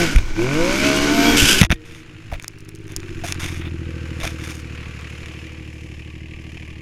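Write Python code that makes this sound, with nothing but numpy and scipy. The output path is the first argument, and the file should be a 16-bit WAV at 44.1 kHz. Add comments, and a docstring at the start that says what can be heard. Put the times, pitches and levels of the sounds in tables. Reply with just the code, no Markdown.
"""A three-cylinder snow machine slows, thumps down, then revs hard under a helmet camera: tones locked to
the engine cycle ride over beating noise, track gears whine as swept tones, and snow sprays as grainy noise.
The rider tumbles: snow slams the camera as short noise bursts through the modes of its case.
The engine settles to a lumpy idle of pulses ringing a silencer and pipe, with noisy clatter.
Meanwhile ice and, late on, valve taps click, gloves rub on the case, and wind and bumps shake the microphone."""
import sys
import numpy as np
from scipy import signal
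from scipy.fft import rfft, irfft, next_fast_len
from scipy.io import wavfile
from scipy.ndimage import uniform_filter1d, map_coordinates

SR = 44100
rng = np.random.default_rng(int(sys.argv[2]) if len(sys.argv) > 2 else 0)


def undo_db(level):
    """Turn decibels back into plain size, where 20 dB means ten times bigger."""
    steps = np.asarray(level, float) / 20
    return 10 ** steps


def dump(signal):
    """Clip the signal to [-1, 1] and save it as 16-bit WAV at the path in sys.argv[1]."""
    limited = np.clip(np.atleast_2d(signal).T, -1, 1)
    pcm = np.round(limited * 32767).astype(np.int16)
    wavfile.write(sys.argv[1], SR, pcm)


N = 300321
T = np.arange(N) / SR

# Wind buffeting, riding and then lying in the snow. Each row: time in seconds, relative level in dB.
WIND_SPELLS = [
    [(0.0, -34), (0.3, -31), (0.95, -39), (1.3, -30), (1.6, -32)],
    [(1.76, -48), (2.1, -57), (2.4, -50), (2.76, -53), (3.2, -40), (3.6, -50), (4.3, -55), (4.6, -59),
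     (6.81, -57)],
]
# Bumps on the camera. Each row: start in seconds, swing in Hz, relative level in dB, direction +1 or -1.
BUMPS = [(0.15, 40, -12, 1), (0.158, 67, -6.5, 1), (0.167, 45.6, -4, -1), (0.188, 51, -10, 1),
         (0.24, 30, -21, -1), (1.42, 35, -18.5, 1), (1.424, 76, -11, 1), (1.438, 100, -11, -1),
         (1.6141, 137, 1, -1), (1.617, 160, -1.5, 1), (1.62, 110, -24, 1), (1.6245, 111, -10, -1),
         (1.6355, 152, -9.5, -1), (1.646, 60, -15, 1), (1.7042, 107, -7.5, -1), (1.712, 90, -11, 1),
         (1.726, 204, -9.5, -1), (1.739, 40, -25, -1), (2.299, 40.4, -30, 1), (2.326, 64.4, -19.5, 1),
         (2.35, 29.4, -24.5, 1), (2.965, 35, -25.5, 1), (4.233, 40, -22, 1), (5.961, 30, -37, 1),
         (6.34, 28, -32, 1)]
# Thin tones that start as the tumble's slams die down. Each row: start in seconds, pitch in Hz,
# peak level in dB, time to fall 60 dB in seconds.
LINGERING_TONES = [(1.742, 1870, -43, .25), (1.72, 465, -46, 2.2)]

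# Snow and knuckles slam the case. Each row: start in seconds, length in seconds, relative level in dB,
# treble drive in dB over it.
SLAMS = [(0.16, 0.006, -12, -4.5), (0.183, 0.014, -20.5, -6), (1.613, 0.0085, 4.5, -5),
         (1.6182, 0.005, -5, -4), (1.626, 0.006, -15, -8), (1.6299, 0.013, -7.5, -11),
         (1.638, 0.007, -18, -5), (1.6467, 0.014, -9, -5.5), (1.659, 0.008, -28, -4),
         (1.6638, 0.0087, -33, -8), (1.697, 0.007, -30, -7), (1.7039, 0.0055, -5, -11),
         (1.7133, 0.016, -6.5, -10), (1.7193, 0.018, -13, -12), (1.735, 0.025, -37, 2),
         (1.757, 0.016, -36, -16), (3.234, 0.018, -38, -20), (3.259, 0.015, -30.5, 0),
         (4.228, 0.15, -31, 1)]
# Gloves rub along the case. Each row: start in seconds, length in seconds, relative level in dB,
# treble drive in dB over it, low knock drive in dB over it.
RUBS = [(1.842, 0.21, -48, -1.5, -30), (2.314, 0.018, -40.5, -19, 14), (2.333, 0.015, -33, -21, 7.5),
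        (2.348, 0.014, -38, -15, 0), (2.885, 0.067, -43, -6, -8), (3.237, 0.1, -32.5, 2, -9),
        (3.235, 0.02, -53.5, -20, 29.5), (3.392, 0.11, -30, -2, -35), (3.477, 0.15, -38.5, -1.5, -17),
        (3.605, 0.096, -37.5, -33, -25), (4.192, 0.12, -36.5, -5, -3), (4.227, 0.029, -55, -20, 30.5),
        (4.375, 0.18, -39, -5, -27), (4.427, 0.21, -48, 5.5, -12)]
# Ticks near the camera: ice, and late on some valve taps of the engine. Each row: start in seconds,
# relative level in dB, treble drive in dB over it.
TICKS = [(2.3158, -25, -5), (2.3978, -12, -3), (2.4244, -23, 14), (2.437, -23, 7), (2.444, -8.5, -2),
         (2.4804, -11.5, 14.5), (2.586, -30, 10), (2.605, -36, 17), (2.6902, -19, 13), (2.7505, -34, 22.5),
         (2.758, -32, 16), (2.8795, -17, 0), (2.92, -25, 14), (2.9635, -14, 18), (2.9683, -10, 4),
         (3.002, -19, 5), (3.031, -11.5, -13), (3.092, -12, -25), (3.323, 7.5, 1.5), (3.3448, -15, 2),
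         (4.2197, -10, -12), (5.011, -14.5, -5), (5.2593, -14.5, -2.5), (5.285, -20, -14), (5.997, -24, -5),
         (6.156, -26, -7), (6.52, -25, -2), (6.705, -28, -5)]
# Low modes of the camera case, the knock first. Each row: centre in Hz, width in Hz, relative level in dB.
CASE_LOW_MODES = [(680, 102, 3), (1396, 1330, -5), (2406, 510, 2.5), (3590, 250, -3)]
# High modes of the case. Each row: centre in Hz, width in Hz, relative level in dB.
CASE_HIGH_MODES = [(5050, 2400, -3.5), (6700, 1150, 1), (8720, 950, -5), (12000, 3800, -12.5)]

# Track gear whine. Each row: time in seconds, pitch in Hz, peak level in dB,
# peak level in dB of the tone at four times the pitch.
GEAR_WHINE = [(.72, 2010, -45, -67), (.775, 2255, -24, -62), (.88, 2630, -27, -61), (1.05, 3050, -31, -69),
              (1.15, 3178, -60, -40), (1.245, 3275, -40, -35), (1.27, 3303, -21, -36),
              (1.32, 3290, -26, -35), (1.36, 3320, -36, -37), (1.42, 3301, -62, -76)]

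# Idle after the fall, as the rider turns about. Each row: time in seconds, then the relative levels of
# exhaust thump in dB, pipe note over it in dB, and clatter in dB.
IDLE_LEVELS = [(1.665, -40, -3, -68), (1.76, -38, -8, -49), (1.81, -42, -7, -42),
               (1.87, -39.5, -12.5, -40.5), (2.15, -38.5, -11, -39.5), (2.33, -35, -32, -38),
               (2.45, -40, -16, -42), (2.81, -34.5, -12.5, -43.5), (3.11, -31.5, -10, -36),
               (3.3, -28.5, -18.5, -32.5), (3.66, -26.5, -14.5, -38), (4.05, -27.5, -20.5, -33),
               (4.35, -28.5, -17, -32), (4.5, -31, -14, -35.5), (4.8, -31, -26, -32.5),
               (5.04, -32.5, -22, -32.5), (5.43, -34, -14, -32), (5.77, -33.5, -16, -37.5),
               (6.81, -34.5, -17, -38.5)]
# Engine speed after the fall. Each row: time in seconds, engine cycles in Hz.
IDLE_SPEED = [(1.75, 33.0), (1.9, 26.99), (2.0, 24.06), (2.1, 19.55), (2.2, 17.38), (2.6, 16.51),
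              (2.8, 17.1), (3.1, 15.21), (3.35, 14.39), (3.7, 13.65), (5.0, 12.35), (5.5, 12.84),
              (6.0, 12.43), (6.25, 12.87), (6.81, 12.56)]
# Strength of the three firings of a cycle, one relative level in dB each.
CYLINDER_DB = [0, -11, -.5]
# Uneven spacing of the three firings, one lag in seconds each.
CYLINDER_LAG_S = [0, -.001, .0009]
# Resonances of silencer, pipe and upper pipe, one list each. Each row: centre in Hz, width in Hz,
# relative level in dB.
PIPE_MODES = [
    [(109.4, 49, 20.5), (160, 32, 15.5), (243, 13, 18)],
    [(318, 52, 0)],
    [(458, 87, 0)],
]
# Tones of the pipe, gliding with the engine's firing rate. Each row: multiple of the firing rate,
# relative level in dB.
PIPE_TONES = [(7, -1), (8, 3.5), (9, -18), (10, -16)]
# Where those tones sing loudest. Each row: centre in Hz, width in Hz, relative level in dB.
PIPE_TONE_MODES = [(345, 110, 0)]
# Tones of the upper pipe. 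Each row: multiple of the firing rate, relative level in dB.
UPPER_TONES = [(12, -1), (13, -3.5)]
# Spells in which the upper pipe comes forward. Each row: start in seconds, length in seconds.
UPPER_SPELLS = [(1.61, 0.35), (3.75, 2.1)]
# Valve taps. Each row: lead on the firing in firings, relative level in dB, decay constant in firings.
VALVE_TAPS = [(.43, 1, .12), (.22, -6, .1), (.9, -9, .08)]
# Colour of the clatter. Each row: frequency in Hz, relative level in dB per Hz.
CLATTER_COLOUR = [(230, -9), (330, -3), (480, -8), (533, -9), (590, -11), (742, -12), (1180, -5),
                  (1370, -1), (2280, -3.5), (2600, -2), (3000, -7), (3420, -12), (4500, -13.5), (5850, -40),
                  (9900, -120)]
# Colour of the hiss. Each row: frequency in Hz, relative level in dB per Hz.
HISS_COLOUR = [(2470, -36), (4200, -35), (5050, 0), (5620, -5.5), (6910, -2.5), (8310, -14.5),
               (9940, -10.5), (11100, -17.5), (15000, -25), (16000, -52)]

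# Riding. Each row: time in seconds, engine cycles in Hz, loudness of the machine in dB, throttle from 0 to 1.
RIDE = [(0.0, 57.97, -19.5, 0.63), (0.05, 56, -22, 0.6), (0.075, 53, -24, 0.1), (0.124, 46.04, -25, 0),
        (0.19, 40.5, -34, 0.45), (0.34, 34.73, -37, 0.4), (0.39, 36.5, -30.5, 1), (0.506, 46.1, -28.5, 1),
        (0.604, 55.17, -25.5, 1), (0.712, 63.95, -22.5, 0.91), (0.788, 67.7, -22, 0.68),
        (0.86, 70.07, -20, 0.86), (1.004, 70.5, -21.5, 0.85), (1.156, 75.8, -20.5, 0.62),
        (1.282, 77.2, -18.5, 0.96), (1.35, 77.2, -19, 0.5), (1.39, 76.2, -18.5, 0.15),
        (1.524, 63.6, -20.5, 0), (1.61, 61.95, -21, 0)]
# Engine tones. Each row: order (multiple of the cycle rate), level in dB over the roar at full throttle,
# before the exhaust colours it.
ENGINE_ORDERS = [(1, -18.5), (2, -17), (3, -2), (4, -10.5), (5, -6), (6, -1.5), (7, -18), (8, -18),
                 (9, 3.5), (10, -17), (11, -33), (12, -1), (13, -19), (14, -30), (15, -5), (16, -28),
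                 (17, -9.5), (18, -9), (19, -21), (20, -21), (21, -11)]
# What the exhaust passes. Each row: frequency in Hz, gain in dB.
EXHAUST_PASS = [(110, 5), (170, 1), (215, -7), (260, 3), (330, 3.5), (420, -9), (500, 1), (600, -6.5),
                (690, -5.5), (800, -21), (900, -7), (1400, -16)]
# Colour of the roar. Each row: frequency in Hz, relative level in dB per Hz.
ROAR_COLOUR = [(35, -40), (60, -9.5), (227, -1), (281, 5), (458, -8.5), (785, -13.5), (1220, -13.5),
               (1470, -10), (1660, -13), (2140, -11.5), (4220, -16.5), (6430, -15.5), (13000, -52),
               (14900, -78.5), (16000, -69)]
# Body panels ringing in the roar. Each row: centre in Hz, width in Hz, relative level in dB.
COWL_MODES = [(1494, 73, 7.5), (2275, 157, 11)]
# Colour of the snow spray. Each row: frequency in Hz, relative level in dB per Hz.
SPRAY_COLOUR = [(880, -44), (1500, 0.5), (1920, -13), (2250, -1), (3060, 4), (4240, -12), (4780, -2),
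                (7460, -8), (13100, -15.5), (15400, -33), (16000, -70)]


def unit(x):
    """Scaled to rms 1."""
    return x / np.sqrt(np.mean(x ** 2) + 1e-20)


def steady(x):
    """Scaled to a running rms of 1 over a third of a second."""
    return x / np.sqrt(np.abs(uniform_filter1d(x ** 2, SR // 3)) + 1e-12)


def ramp(start_s, rise_s):
    """Climbs from 0 to 1."""
    return np.clip((T - start_s) / rise_s, 0, 1)


def curves(rows):
    """A gate over the table's span with 5 ms fades outside it, then one value per sample for each column."""
    s, *columns = np.transpose(rows)
    gate = np.clip(np.minimum(T - s[0] + .005, s[-1] + .005 - T) / .005, 0, 1)
    return [gate] + [np.interp(T, s, column) for column in columns]


def wobble(rate):
    """A smooth random curve, rate knots a second."""
    knots = rng.standard_normal(int(N * rate / SR) + 4)
    return map_coordinates(knots, [T * rate])


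def noise():
    """Fresh white noise."""
    return rng.standard_normal(N)


def filtered(x, response):
    """x times a complex response of frequency."""
    m = next_fast_len(N + SR // 2)
    return irfft(rfft(x, m) * response(np.fft.rfftfreq(m, 1 / SR)), m)[:N]


def resonant(x, modes, sign=-1):
    """x through causal (Hz, width, dB) resonances; a negative sign fills their valleys, a positive deepens them."""
    def response(f):
        return sum(sign ** k * undo_db(db) * 1j * f * width / (hz * hz - f * f + 1j * f * width)
                   for k, (hz, width, db) in enumerate(modes))
    return filtered(x, response)


def coloured(x, spectrum):
    """x shaped by (Hz, dB) points on a log axis, rms 1."""
    hz, db = np.transpose(spectrum)
    return unit(filtered(x, lambda f: undo_db(np.interp(np.log(f + 1), np.log(hz + 1), db))))


def wind():
    """Lumpy low buffeting of the microphone: dark noise with a wandering level."""
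    level = sum(gate * undo_db(db + 9.0) for gate, db in map(curves, WIND_SPELLS))
    lumps = undo_db(2.5 * wobble(10))
    rumble = coloured(noise(), [(10, 2.5), (24, 1), (45, -15), (90, -15.5), (300, -64.0)])
    return level * unit(lumps * rumble)


def bumps():
    """Each bump swings the microphone membrane once or twice."""
    out = np.zeros(N + SR)
    t = np.arange(SR // 5) / SR
    for s, hz, db, direction in BUMPS:
        cycles = t * hz
        swing = np.sin(2 * np.pi * cycles) * np.exp(-1.8 * cycles ** 1.3)
        out[round(s * SR):][:len(t)] += direction * undo_db(db + 4.5) * swing
    return out[:N]


def lingering_tones():
    """Thin, slightly unsteady tones that start as the tumble's slams die down and fade exponentially."""
    out = 0
    for s, hz, db, t60 in LINGERING_TONES:
        since = np.clip(T - s, 0, None)  # zero, hence silent, before the start
        out = out + undo_db(db - 60 * since / t60 + 1.1 * wobble(24.8)) * np.sin(2 * np.pi * hz * since)
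    return out


def case():
    """Slams, gritty rubs and sharp ticks, all noise bursts heard through the modes of the camera case."""
    low, knock, high = np.zeros((3, N))
    grit = noise() * undo_db(3.8 * wobble(450) + 1.2 * wobble(70))
    # slams die by 24 dB over their length and knock at -9 dB; rubs hold their level
    contacts = [(*row, -9, 24) for row in SLAMS] + [(*row, 0) for row in RUBS]
    for s, length, db, treble_db, knock_db, fade_db in contacts:
        u = np.linspace(0, 1, round(length * SR))
        span = slice(round(s * SR), round(s * SR) + len(u))
        envelope = np.clip(np.minimum(u * 16, (1 - u) * 3), 0, 1)
        contact = grit[span] * undo_db(db - fade_db * u) * envelope
        low[span] += contact
        knock[span] += undo_db(knock_db) * contact
        high[span] += undo_db(treble_db) * contact

    # 32 faint ticks as the snow settles, from 2.38 to 2.96 s
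    crackle = [(2.38 + 0.58 * when, -44 + 10 * (size - .5), 15) for when, size in rng.random(size=(32, 2))]
    t = np.arange(SR // 100) / SR
    for s, db, treble_db in TICKS + crackle:
        tick = undo_db(db - 13.0 - 60 * t / 0.0063) * rng.standard_normal(len(t))  # falls 60 dB in 6.3 ms
        low[round(s * SR):][:len(t)] += tick
        high[round(s * SR):][:len(t)] += undo_db(treble_db) * tick
    body = resonant(low, CASE_LOW_MODES[1:]) + resonant(knock, CASE_LOW_MODES[:1])
    return undo_db(10.0) * body + undo_db(3.0) * resonant(high, CASE_HIGH_MODES)


def whine():
    """The track's gear teeth sing, unevenly, as the machine gains speed."""
    gate, hz, db, fourth_db = curves(GEAR_WHINE)
    phase = 2 * np.pi * np.cumsum(hz * (1 + .011 * wobble(250))) / SR
    fourth_phase = 2 * np.pi * np.cumsum(4 * hz * (1 + .003 * wobble(150))) / SR
    tones = undo_db(db) * np.sin(phase) + undo_db(fourth_db) * np.sin(fourth_phase)
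    return gate * undo_db(1.8 * wobble(40)) * tones


def firing_pulses(firings, settled):
    """A strong, a weak and a strong puff each cycle, slightly uneven, plus turbulence, rounded by the silencer."""
    number = np.floor(firings).astype(int)
    at = np.flatnonzero(np.diff(number)) + 1
    cylinder = number[at] % 3
    strength = undo_db(np.array(CYLINDER_DB)[cylinder] + .8 * rng.standard_normal(len(at)))
    jitter = 6 * rng.standard_normal(len(at))  # in samples
    place = at + np.round(jitter + SR * np.array(CYLINDER_LAG_S)[cylinder]).astype(int)
    pulses = np.bincount(np.clip(place, 0, N - 1), strength, N)
    pulses += np.interp(settled, [.5, 1], [.022, .002]) * noise()  # less turbulence once settled
    return filtered(pulses, lambda f: 1 / (1 + 1j * f / 380) ** 4)


def idle_exhaust(firings, thump_db, note_db):
    """Firing pulses ring the silencer and pipe over a clean hum and tones locked to the firings."""
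    settled = np.clip(ramp(2.05, .45), .1, 1)  # clean tones form once the engine has slowed
    facing = 1 - 0.57 * ramp(4.6, .3)  # silencer body and tones fade as the rider turns from it
    forward = sum(ramp(s, 0.14) - ramp(s + length, 0.12) for s, length in UPPER_SPELLS)

    soft = firing_pulses(firings, settled)
    silencer_modes, pipe_modes, upper_modes = PIPE_MODES
    body_modes, upper_tone_modes = [(273, 116, 0)], [(505, 80, 0)]
    thump = steady(resonant(soft, silencer_modes, sign=0.86))
    # passed twice for steep sides
    note = steady(resonant(resonant(soft, pipe_modes), pipe_modes))
    upper = steady(resonant(resonant(soft, upper_modes), upper_modes))
    body = steady(resonant(resonant(soft, body_modes), body_modes))

    # twice a firing: the intake breathes in between
    hum = np.sqrt(2) * np.cos(2 * np.pi * (2 * firings - .3))
    uneven = undo_db(np.array(CYLINDER_DB)[np.floor(firings).astype(int) % 3])
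    drift = .25 * wobble(6)

    def sing(tones):
        return uneven * sum(undo_db(db) * np.cos(2 * np.pi * (k * firings - .5) + drift) for k, db in tones)

    note += 0.89 * facing * settled * resonant(sing(PIPE_TONES), PIPE_TONE_MODES)
    upper_song = resonant(resonant(sing(UPPER_TONES), upper_tone_modes), upper_tone_modes)
    upper += 2.2 * settled * forward * upper_song

    mix = thump + 1.03 * ramp(2.6, 0.92) * hum
    mix += undo_db(-13) * facing * body
    mix += undo_db(note_db + 6.5) * note
    mix += undo_db(-27.5 + 9.5 * forward) * upper
    return undo_db(thump_db - 3.5) * mix


def valve_taps(firings):
    """Loudness swing of the clatter: each tap rises fast and decays, its strength scattered by 2 dB."""
    scatter = rng.standard_normal(int(firings[-1]) + 3)
    stroke = 0
    for lead, db, decay in VALVE_TAPS:
        shifted = firings + lead
        age = shifted % 1
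        strength = undo_db(db + 2 * scatter[np.floor(shifted).astype(int)])
        stroke = stroke + strength * (1 - np.exp(-age / .07)) * np.exp(-age / decay)
    tapping = np.interp(ramp(5.52, .99), [0, 1], [.65, 1.2])  # more as the rider faces the engine
    return .5 + 3.2 * tapping * stroke


def idle_clatter(firings, clatter_db):
    """Noise pulsed by the valve taps rings the panels, hisses, and is mirrored by the snow."""
    taps = valve_taps(firings)
    raw = coloured(taps * noise(), CLATTER_COLOUR)
    ringing = ramp(2.2, 0.87) * resonant(raw, [(2362, 16, 1.3), (1152, 17, 10.6)])
    clatter = undo_db(0.26 * wobble(4.44)) * unit(raw + ringing)
    # a cowl panel rings while it points at the camera
    pointing = ramp(2.3, 0.75) - ramp(4.0, 0.6)
    clatter += pointing * resonant(raw, [(1557, 70, 0)])
    grains = np.sqrt(taps) * noise() * undo_db(1.9 * wobble(300))
    hiss = undo_db(-13.5 + wobble(4.3)) * coloured(grains, HISS_COLOUR)

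    # the delayed copy combs the sound, its first peak at 2750 Hz
    direct = clatter + hiss
    mirrored = filtered(direct, lambda f: np.exp(-2j * np.pi * f / 2750) / (1 + (f / 3500) ** 4))
    echo = np.interp(ramp(4.92, .99), [0, 1], [.3, .85])
    return undo_db(clatter_db - 7.0) * (direct + echo * mirrored) / np.sqrt(1 + echo ** 2)


def idle():
    """Lumpy idle after the fall: exhaust and clatter share one count of firings, three per engine cycle."""
    gate, thump_db, note_db, clatter_db = curves(IDLE_LEVELS)
    firings = 3 * np.cumsum(curves(IDLE_SPEED)[1]) / SR
    return gate * (idle_exhaust(firings, thump_db, note_db) + idle_clatter(firings, clatter_db))


def spray(roar_db):
    """Thrown snow: grainy noise that grows faster than the roar."""
    landing_db = 1.5 * (1 - ramp(.16, .01))  # snow flies thicker until the first bump
    dig_db = 11.5 * ramp(1.365, 0.0014)  # the braking track digs in
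    level_db = -25.5 + 1.34 * (roar_db - roar_db.max()) + dig_db + landing_db
    grains = noise() * undo_db(2.5 * wobble(300))
    return undo_db(level_db + 1.5 * wobble(30)) * coloured(grains, SPRAY_COLOUR)


def roar(turn, roar_db):
    """Broad engine noise that beats with the firings and rings the body panels."""
    beat = 1 + 0.055 * np.cos(3 * turn) + 0.018 * np.cos(turn)
    raw = coloured(beat * noise(), ROAR_COLOUR)
    return undo_db(roar_db + 1.05 * wobble(30.8)) * unit(raw + resonant(raw, COWL_MODES))


def boom(cycle_hz, roar_db, shut_db):
    """The cowl booms at one throbbing pitch, most at top engine speed."""
    level_db = roar_db + 0.35 * shut_db + 3 - 1.5 * np.abs(cycle_hz - 76.2)
    throb = 1 + .7 * np.cos(2 * np.pi * 12.35 * (T - 1.2))  # 12.35 throbs a second, a crest at 1.2 s
    tone = np.sin(2 * np.pi * 289.4 * T + 0.86 * wobble(14.3))
    return undo_db(level_db) * undo_db(1.1 * wobble(14.7)) * unit(throb * tone)


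def snarl(turn, roar_db, shut_db):
    """The shaft's high orders ring in the body panels."""
    shaft = sum(undo_db(4 * wobble(8)) * np.sin(order * turn + .25 * wobble(15)) for order in range(11, 72))
    modes = [(980, 440, 4.5)] + COWL_MODES + [(2830, 1500, -1.5), (4650, 1800, -0.5)]
    return undo_db(roar_db + shut_db / 2 - 3) * unit(resonant(shaft, modes))


def exhaust_orders(cycle_hz, turn, roar_db, shut_db):
    """Sines at multiples of the engine cycle, coloured by the exhaust, each wandering in level and phase."""
    # on the overrun, as speed falls by up to 22 Hz a second; not heard below 50.5 Hz
    slowing = -uniform_filter1d(np.gradient(cycle_hz) * SR, SR // 20)
    overrun = np.clip(slowing / 22, 0, 1) * np.clip((cycle_hz - 50.5) / 6, 0, 1)
    pipe_hz, pipe_db = np.transpose(EXHAUST_PASS)
    out = 0
    for order, db in ENGINE_ORDERS:
        level_db = roar_db + db + 3 * wobble(11.94)
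        level_db += shut_db * min(order / 9.2, 1)  # a shut throttle takes less from the lower orders
        level_db += np.interp(np.log(order * cycle_hz), np.log(pipe_hz), pipe_db)
        level_db += overrun * (0.5 if order % 6 else 8)  # dB; multiples of six gain most
        phase = order * turn + 0.24 * wobble(25.9) + rng.uniform(0, 2 * np.pi)
        out = out + np.sqrt(2) * undo_db(level_db) * np.sin(phase)
    return out


def ride():
    """The ridden machine: speed, loudness and throttle drive spray, roar, boom, snarl and exhaust together."""
    gate, cycle_hz, roar_db, throttle = curves(RIDE)
    turn = 2 * np.pi * np.cumsum(cycle_hz) / SR
    shut_db = -30 * (1 - throttle)
    machine = spray(roar_db) + roar(turn, roar_db) + boom(cycle_hz, roar_db, shut_db)
    machine += snarl(turn, roar_db, shut_db) + exhaust_orders(cycle_hz, turn, roar_db, shut_db)
    return gate * machine


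def scene():
    """All sources at the single microphone."""
    return (wind() + bumps() + lingering_tones() + case() + whine() + idle() + ride())[None]


def band_limit(x):
    """A steep low-pass at the top of the band."""
    return signal.sosfilt(signal.butter(12, 16500, fs=SR, output="sos"), x)


def record(dry):
    """The input stage clips the slams with a slightly rounded knee."""
    clipped = dry / (1 + np.abs(dry / .99) ** 12) ** (1 / 12)
    return band_limit(clipped)


dry = scene()
out = record(dry)
dump(out)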